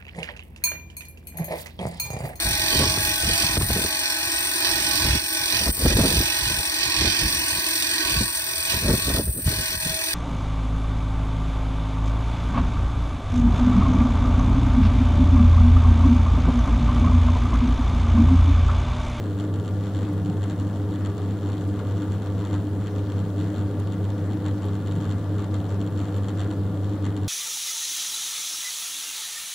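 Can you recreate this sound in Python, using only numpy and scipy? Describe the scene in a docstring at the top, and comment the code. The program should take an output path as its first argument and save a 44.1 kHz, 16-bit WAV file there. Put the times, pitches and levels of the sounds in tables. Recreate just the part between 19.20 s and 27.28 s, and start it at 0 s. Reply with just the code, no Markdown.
"""A low electric hum throbs while a loose part chatters over it: a potter's wheel turning under load.
The hum is a set of steady tones at twice the mains rate and its multiples, with side tones that beat.
A knock per torque pulse sets the loose part ringing, harder in bursts; noise shakes the frame into a drone.
Shaped noise makes the grinding drive and the rumble; wet slip clicks now and then, and two faint tones whine.
A small stereo microphone stands close by."""
import sys
import numpy as np
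from scipy import signal
from scipy.io import wavfile
from scipy.ndimage import uniform_filter1d

SR = 44100
rng = np.random.default_rng(int(sys.argv[2]) if len(sys.argv) > 2 else 0)


def transcribe(signal):
    """Save signal, clipped to [-1, 1], as a 16-bit WAV file at the path in sys.argv[1]."""
    frames = np.atleast_2d(signal).T
    limited = np.clip(frames, -1, 1)
    pcm = np.round(limited * 32767).astype(np.int16)
    wavfile.write(sys.argv[1], SR, pcm)


N = 356328
TIME = np.arange(N) / SR   # seconds
TORQUE_HZ = 99.927   # torque pulses per second
THROB_HZ = 4.667   # throbs per second (twice the motor's slip rate)


def from_db(db):
    """Turn decibels into a gain."""
    return 10 ** (np.asarray(db) / 20)


def rms_one(x):
    """Scale a sound to an rms (average strength) of 1."""
    return x / np.sqrt(np.mean(x ** 2) + 1e-20)


def at_hz(points, hz):
    """Read a table of (Hz, value) between its rows, with pitch on a log scale."""
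    table = np.array(points)
    return np.interp(np.log(hz), np.log(table[:, 0]), table[:, 1])


def drift(rate_hz):
    """A slow random wander of rms 1: noise smoothed by two equal low-pass stages."""
    step = 40   # samples between the points that are worked out
    pole = np.exp(-2 * np.pi * rate_hz * step / SR)
    noise = rng.standard_normal(N // step + 2002)
    slow = signal.lfilter([1], [1, -2 * pole, pole * pole], noise)[2000:]   # skip the start-up
    return np.interp(np.arange(N) / step, np.arange(len(slow)), rms_one(slow))


def ring(force, hz, t60):
    """A resonance: a unit click starts a sine of height 1 that falls by 60 dB in t60 seconds."""
    decay = from_db(-60 / (t60 * SR))
    angle = 2 * np.pi * hz / SR
    return signal.lfilter([0, np.sin(angle)], [1, -2 * decay * np.cos(angle), decay * decay], force + 1e-18)


def clicks(when, sizes):
    """A train of blows, each a single sample long."""
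    train = np.zeros(N)
    train[np.clip((when * SR).astype(int), 0, N - 1)] = sizes
    return train


def stereo(mid, side, hz):
    """Mix a shared and an opposed signal so left and right are as alike and as loud as this pitch needs."""
    # Each row: pitch in Hz, likeness of left and right (1 = the same; below 0 is treated as 0).
    likeness = [(60, 1), (150, 0.97), (380, 1), (950, 0.84), (2380, 0.66), (5980, 0.19), (15000, -0.72)]
    # Each row: pitch in Hz, left level minus right level in dB.
    lean = [(60, 0.3), (150, 0.1), (380, 1.0), (700, 1.0), (1400, 2.4), (5980, 2.2), (10000, 1.6),
            (14000, 0.0)]
    alike = np.clip(at_hz(likeness, hz), 0, 1)
    opposed = np.array([[1], [-1]])
    pair = np.sqrt(1 + alike) * mid + np.sqrt(1 - alike) * side * opposed
    return pair * from_db(at_hz(lean, hz) * opposed / 2) / np.sqrt(2)


def banded_noise(spectrum, low_hz, count, patchy_db):
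    """Third-octave bands of stereo noise, those below 8 kHz flickering on their own; rms 1 in all."""
    out = 0
    edges = low_hz * 2 ** (np.arange(count + 1) / 3)
    white = rng.standard_normal((2, 2, N))   # neighbouring bands get unrelated noise
    for k, (low, high) in enumerate(zip(edges, edges[1:])):
        band = signal.butter(2, [low, high], "band", fs=SR, output="sos")
        mid, side = signal.sosfilt(band, white[k % 2])
        hz = np.sqrt(low * high)
        flicker_db = patchy_db * (hz < 8000) * drift(14.0)
        out = out + from_db(at_hz(spectrum, hz) + flicker_db) * stereo(mid, side, hz)
    return rms_one(out)


def rumble():
    """Drive and room noise: random noise shaped to be strongest in the bass."""
    # Each row: pitch in Hz, relative noise level per Hz in dB.
    rumble_shape = [(15, -70), (25, -44), (70, -14), (102, -2.5), (148, -28), (247, -3.5), (299, -11),
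                    (361, -21), (413, -18), (619, -24.5), (1180, -39.5), (2510, -55.5), (3200, -48),
                    (7390, -48.5), (15700, -54)]
    return from_db(-35.5) * banded_noise(rumble_shape, 24.62, count=29, patchy_db=2.4)


def whine():
    """Faint, steady, very high sine tones, the same in both channels."""
    # Each row: pitch in Hz, rms level in dB.
    whine_tones = [(12500, -88), (15590, -92)]
    # root 2 turns rms into peak
    return sum(from_db(db) * np.sqrt(2) * np.sin(2 * np.pi * hz * TIME) for hz, db in whine_tones)


def slip(t60, low_hz, high_hz):
    """A film of wet slip parts from the fingers: a bright puff of noise that dies at once."""
    # Each row: start in seconds, strength in dB before filtering.
    slip_clicks = np.array([(0.9323, -47), (2.4768, -47), (4.5974, -44), (5.4545, -46), (5.7573, -49),
                            (6.9691, -45)])
    train = clicks(slip_clicks[:, 0], from_db(slip_clicks[:, 1]))
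    fade = signal.lfilter([1], [1, -from_db(-60 / (t60 * SR))], train)
    puff = fade * rng.standard_normal((2, N))
    return signal.sosfilt(signal.butter(2, [low_hz, high_hz], "band", fs=SR, output="sos"), puff)


def grind(train, hold_s, rest, lumpy_db):
    """The drive's noise grows while the part knocks hard, and swells in random lumps of its own."""
    # Each row: pitch in Hz, relative noise level per Hz in dB.
    grind_shape = [(400, -9), (700, -4.5), (1200, -4), (1900, -12.5), (2600, -23), (4000, -17.5)]
    shake = signal.lfilter([1], [1, -np.exp(-1 / (hold_s * SR))], train ** 2)   # knock energy, dying away
    shake = uniform_filter1d(shake, size=441)   # smoothed over 10 ms
    effort = (rest + shake / shake.mean()) ** 0.54
    lumps = from_db(-48.5 + lumpy_db * drift(4.2))
    return lumps * banded_noise(grind_shape, 410.0, count=10, patchy_db=1.5) * effort


def frame():
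    """Random shaking rings on in each resonance of the frame and tray: a narrow one rings longer."""
    # Each row: pitch in Hz, width in Hz, rms level in dB before any louder moment.
    resonances = [(168.1, 13.7, -37.5), (302.9, 15.4, -38), (411.7, 17, -46), (493.7, 46, -44.5),
                  (544, 30, -54), (598, 5.1, -58), (667, 8.2, -58), (736, 38, -54), (901, 12.6, -56.5),
                  (1030, 57, -64), (1164, 19, -56), (1413, 36, -58.5), (1717, 42, -62.5)]
    # Two moments when the random low noise near 168 Hz happens to be louder.
    # Each row: middle in seconds, rise in dB.
    louder_moments = [(1.09, 10), (5.78, 7)]
    out = 0
    louder_db = sum(db * np.exp(-((TIME - s) / 0.1) ** 2) for s, db in louder_moments)
    for hz, width_hz, level_db in resonances:
        t60 = np.log(1000) / (np.pi * width_hz)
        mid, side = ring(rng.standard_normal((2, N)), hz, t60)
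        gain = from_db(level_db + louder_db * (hz < 200))   # only the lowest resonance
        out = out + gain * rms_one(stereo(mid, side, hz))
    return out


def knocks(jitter_s):
    """Time and dB level of one knock per torque pulse: harder at strong points of each throb and in bursts."""
    # Strong points of each throb. Each row: seconds into the throb, rise in dB before the limit.
    strong_points = [(.025, 4), (.098, 1.5), (.128, 3.5), (.192, 6)]
    # Bursts of harder knocking. Each row: middle in seconds, rise in dB before the limit, half-length in seconds.
    knock_bursts = [(0.061, 8.0, 0.03), (0.197, 7.5, 0.015), (0.349, 10.8, 0.015), (0.483, 13.5, 0.014),
                    (0.647, 7, 0.019), (0.786, 11.8, 0.054), (1.085, 1, 0.012), (1.229, 14, 0.016),
                    (1.309, 11, 0.015), (1.398, 9, 0.026), (1.565, 14, 0.012), (1.697, 7, 0.012),
                    (1.733, 8, 0.014), (1.857, 20, 0.011), (1.98, 15, 0.013), (2.096, 3, 0.025),
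                    (2.29, 7, 0.054), (2.415, 6, 0.0096), (2.444, 7, 0.012), (2.555, 2, 0.01),
                    (2.602, 6, 0.017), (2.706, 7.5, 0.022), (2.815, 5.5, 0.045), (2.925, 12, 0.019),
                    (3.064, 12, 0.014), (3.25, 9, 0.057), (3.342, 9, 0.032), (3.668, 12, 0.014),
                    (3.755, 6.5, 0.023), (3.917, 10, 0.01), (3.99, 13, 0.014), (4.202, 9.5, 0.033),
                    (4.373, 14, 0.032), (4.603, 6, 0.012), (4.728, 9.7, 0.015), (4.847, 9.4, 0.012),
                    (5.117, 5, 0.0092), (5.28, 9, 0.035), (5.428, 10.0, 0.019), (5.672, 11, 0.0099),
                    (5.718, 11, 0.014), (5.853, 7.9, 0.073), (5.913, 11, 0.009), (6.118, 7, 0.012),
                    (6.203, 10.5, 0.02), (6.345, 15, 0.011), (6.512, 11, 0.016), (6.61, 4, 0.012),
                    (6.666, 11, 0.011), (6.797, 9.8, 0.023), (6.883, 2, 0.0091), (6.94, 4.5, 0.062),
                    (7.054, 4, 0.015), (7.09, 11, 0.012), (7.209, 15, 0.033), (7.32, 10.5, 0.022),
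                    (7.632, 4, 0.012), (7.859, 17.5, 0.013), (7.97, 12, 0.01), (8.03, 10, 0.014)]
    light_knock_db, spread_db, point_half_s = -54, 3.5, 0.022   # spread: random unevenness before the limit
    travel_db = 21.5   # the part runs out of travel: the most that shaking adds to a knock
    count = int(N / SR * TORQUE_HZ)
    chance = rng.standard_normal((count, 2))
    when = (np.arange(count) + .8) / TORQUE_HZ + jitter_s * chance[:, 0]
    throb_s = 1 / THROB_HZ
    strong = 0
    for s, db in strong_points:
        away_s = (when - s + throb_s / 2) % throb_s - throb_s / 2   # time from the nearest such point
        strong = strong + db * np.exp(-(away_s / point_half_s) ** 2)
    bursts = sum(db * np.exp(-((when - s) / half_s) ** 2) for s, db, half_s in knock_bursts)
    rise_db = strong + bursts + spread_db * chance[:, 1]
    return when, light_knock_db + travel_db * np.tanh(rise_db / travel_db)


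def chatter(when, level, scuffle_s, uneven_db, brighten):
    """Each knock is a soft scuffle: every mode swells and dies, struck at its own instant and strength."""
    # Ways the loose part rings. Each row: pitch in Hz, relative level in dB, t60 in seconds of each ring stage.
    part_modes = [(2810, -12, 0.015), (3130, -3.5, 0.0058), (3457, -2, 0.0041), (3720, -9, 0.0049),
                  (4337, -7.5, 0.0069), (5720, -14.5, 0.0076), (6600, -8.5, 0.0024), (7155, -11, 0.0074),
                  (7470, -12.5, 0.013), (8000, -14, 0.0036), (10320, -21, 0.01)]
    out = 0
    for hz, mode_db, t60 in part_modes:
        late = scuffle_s * rng.random((2, len(when)))
        uneven = uneven_db * rng.standard_normal((2, len(when)))
        # hard knocks favour the high modes
        hard = level + brighten * np.log2(hz / 3500) * (level - level.mean())
        blows = np.array([clicks(when + late[c], from_db(hard + uneven[c])) for c in (0, 1)])
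        swell = 2 * np.e * np.log(1000) / (t60 * SR)   # makes the double ring peak at height 1
        mid, side = swell * ring(ring(blows, hz, t60), hz, t60)
        out = out + from_db(mode_db) * stereo(mid, 0.57 * side, hz)   # near point source: channels agree more
    return out


def hum():
    """Motor tones on the torque rate; side tones whole throb and wheel steps away make them throb."""
    # Each row: multiple of the torque rate, rms level in dB.
    hum_tones = [(1, -26.5), (2, -51.5), (3, -38.5), (4, -52.5), (5, -53.5)]
    # Side tones. Each row: multiple they belong to, throb steps away, wheel steps away, rms level in dB,
    # time in seconds when the side tone is in step with its main tone.
    throb_tones = [(1, -4, -1, -48.5, 4.021), (1, -3, -1, -45.5, 4.018), (1, -1, -1, -48.5, 3.964),
                   (1, -1, 0, -36.5, 3.981), (1, 1, 0, -42.5, 4.046), (1, 2, 0, -46.5, 3.957),
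                   (1, 3, 0, -47.5, 4.03), (2, -1, 0, -38.5, 4.045), (2, 0, -1, -47.5, 4.077),
                   (3, 2, -1, -49, 4.043), (3, 2, 0, -43.5, 3.991), (4, 2, 0, -48.5, 3.951)]
    wheel_hz = 2.0
    out = 0
    for multiple, level_db in hum_tones:
        hz = multiple * TORQUE_HZ
        swing = from_db(level_db) + 0j
        for carrier, throb, wheel, side_db, crest_s in throb_tones:
            if carrier == multiple:
                beat_hz = throb * THROB_HZ + wheel * wheel_hz
                swing = swing + from_db(side_db) * np.exp(2j * np.pi * beat_hz * (TIME - crest_s))
        tone = swing * np.exp(2j * np.pi * hz * TIME)
        out = out + stereo(tone.real, tone.imag, hz)   # one channel leads a little
    return np.sqrt(2) * out   # rms to peak


def scene():
    """Add the room noise, slip, drive, frame, loose part and motor together."""
    when, level = knocks(jitter_s=.0008)
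    background = rumble() + whine() + slip(t60=0.034, low_hz=6000, high_hz=13000)
    drive = grind(clicks(when, from_db(level)), hold_s=0.013, rest=0.48, lumpy_db=0.92)
    part = chatter(when, level, scuffle_s=.00035, uneven_db=1.0, brighten=0.25)
    return background + drive + frame() + part + hum()


def record(dry):
    """The small microphone loses the deep bass; the top is cut steeply."""
    thin = signal.sosfilt(signal.butter(2, 55, "high", fs=SR, output="sos"), dry)
    return signal.sosfilt(signal.ellip(12, .3, 80, 15760, fs=SR, output="sos"), thin)


dry = scene()
out = record(dry)
transcribe(out)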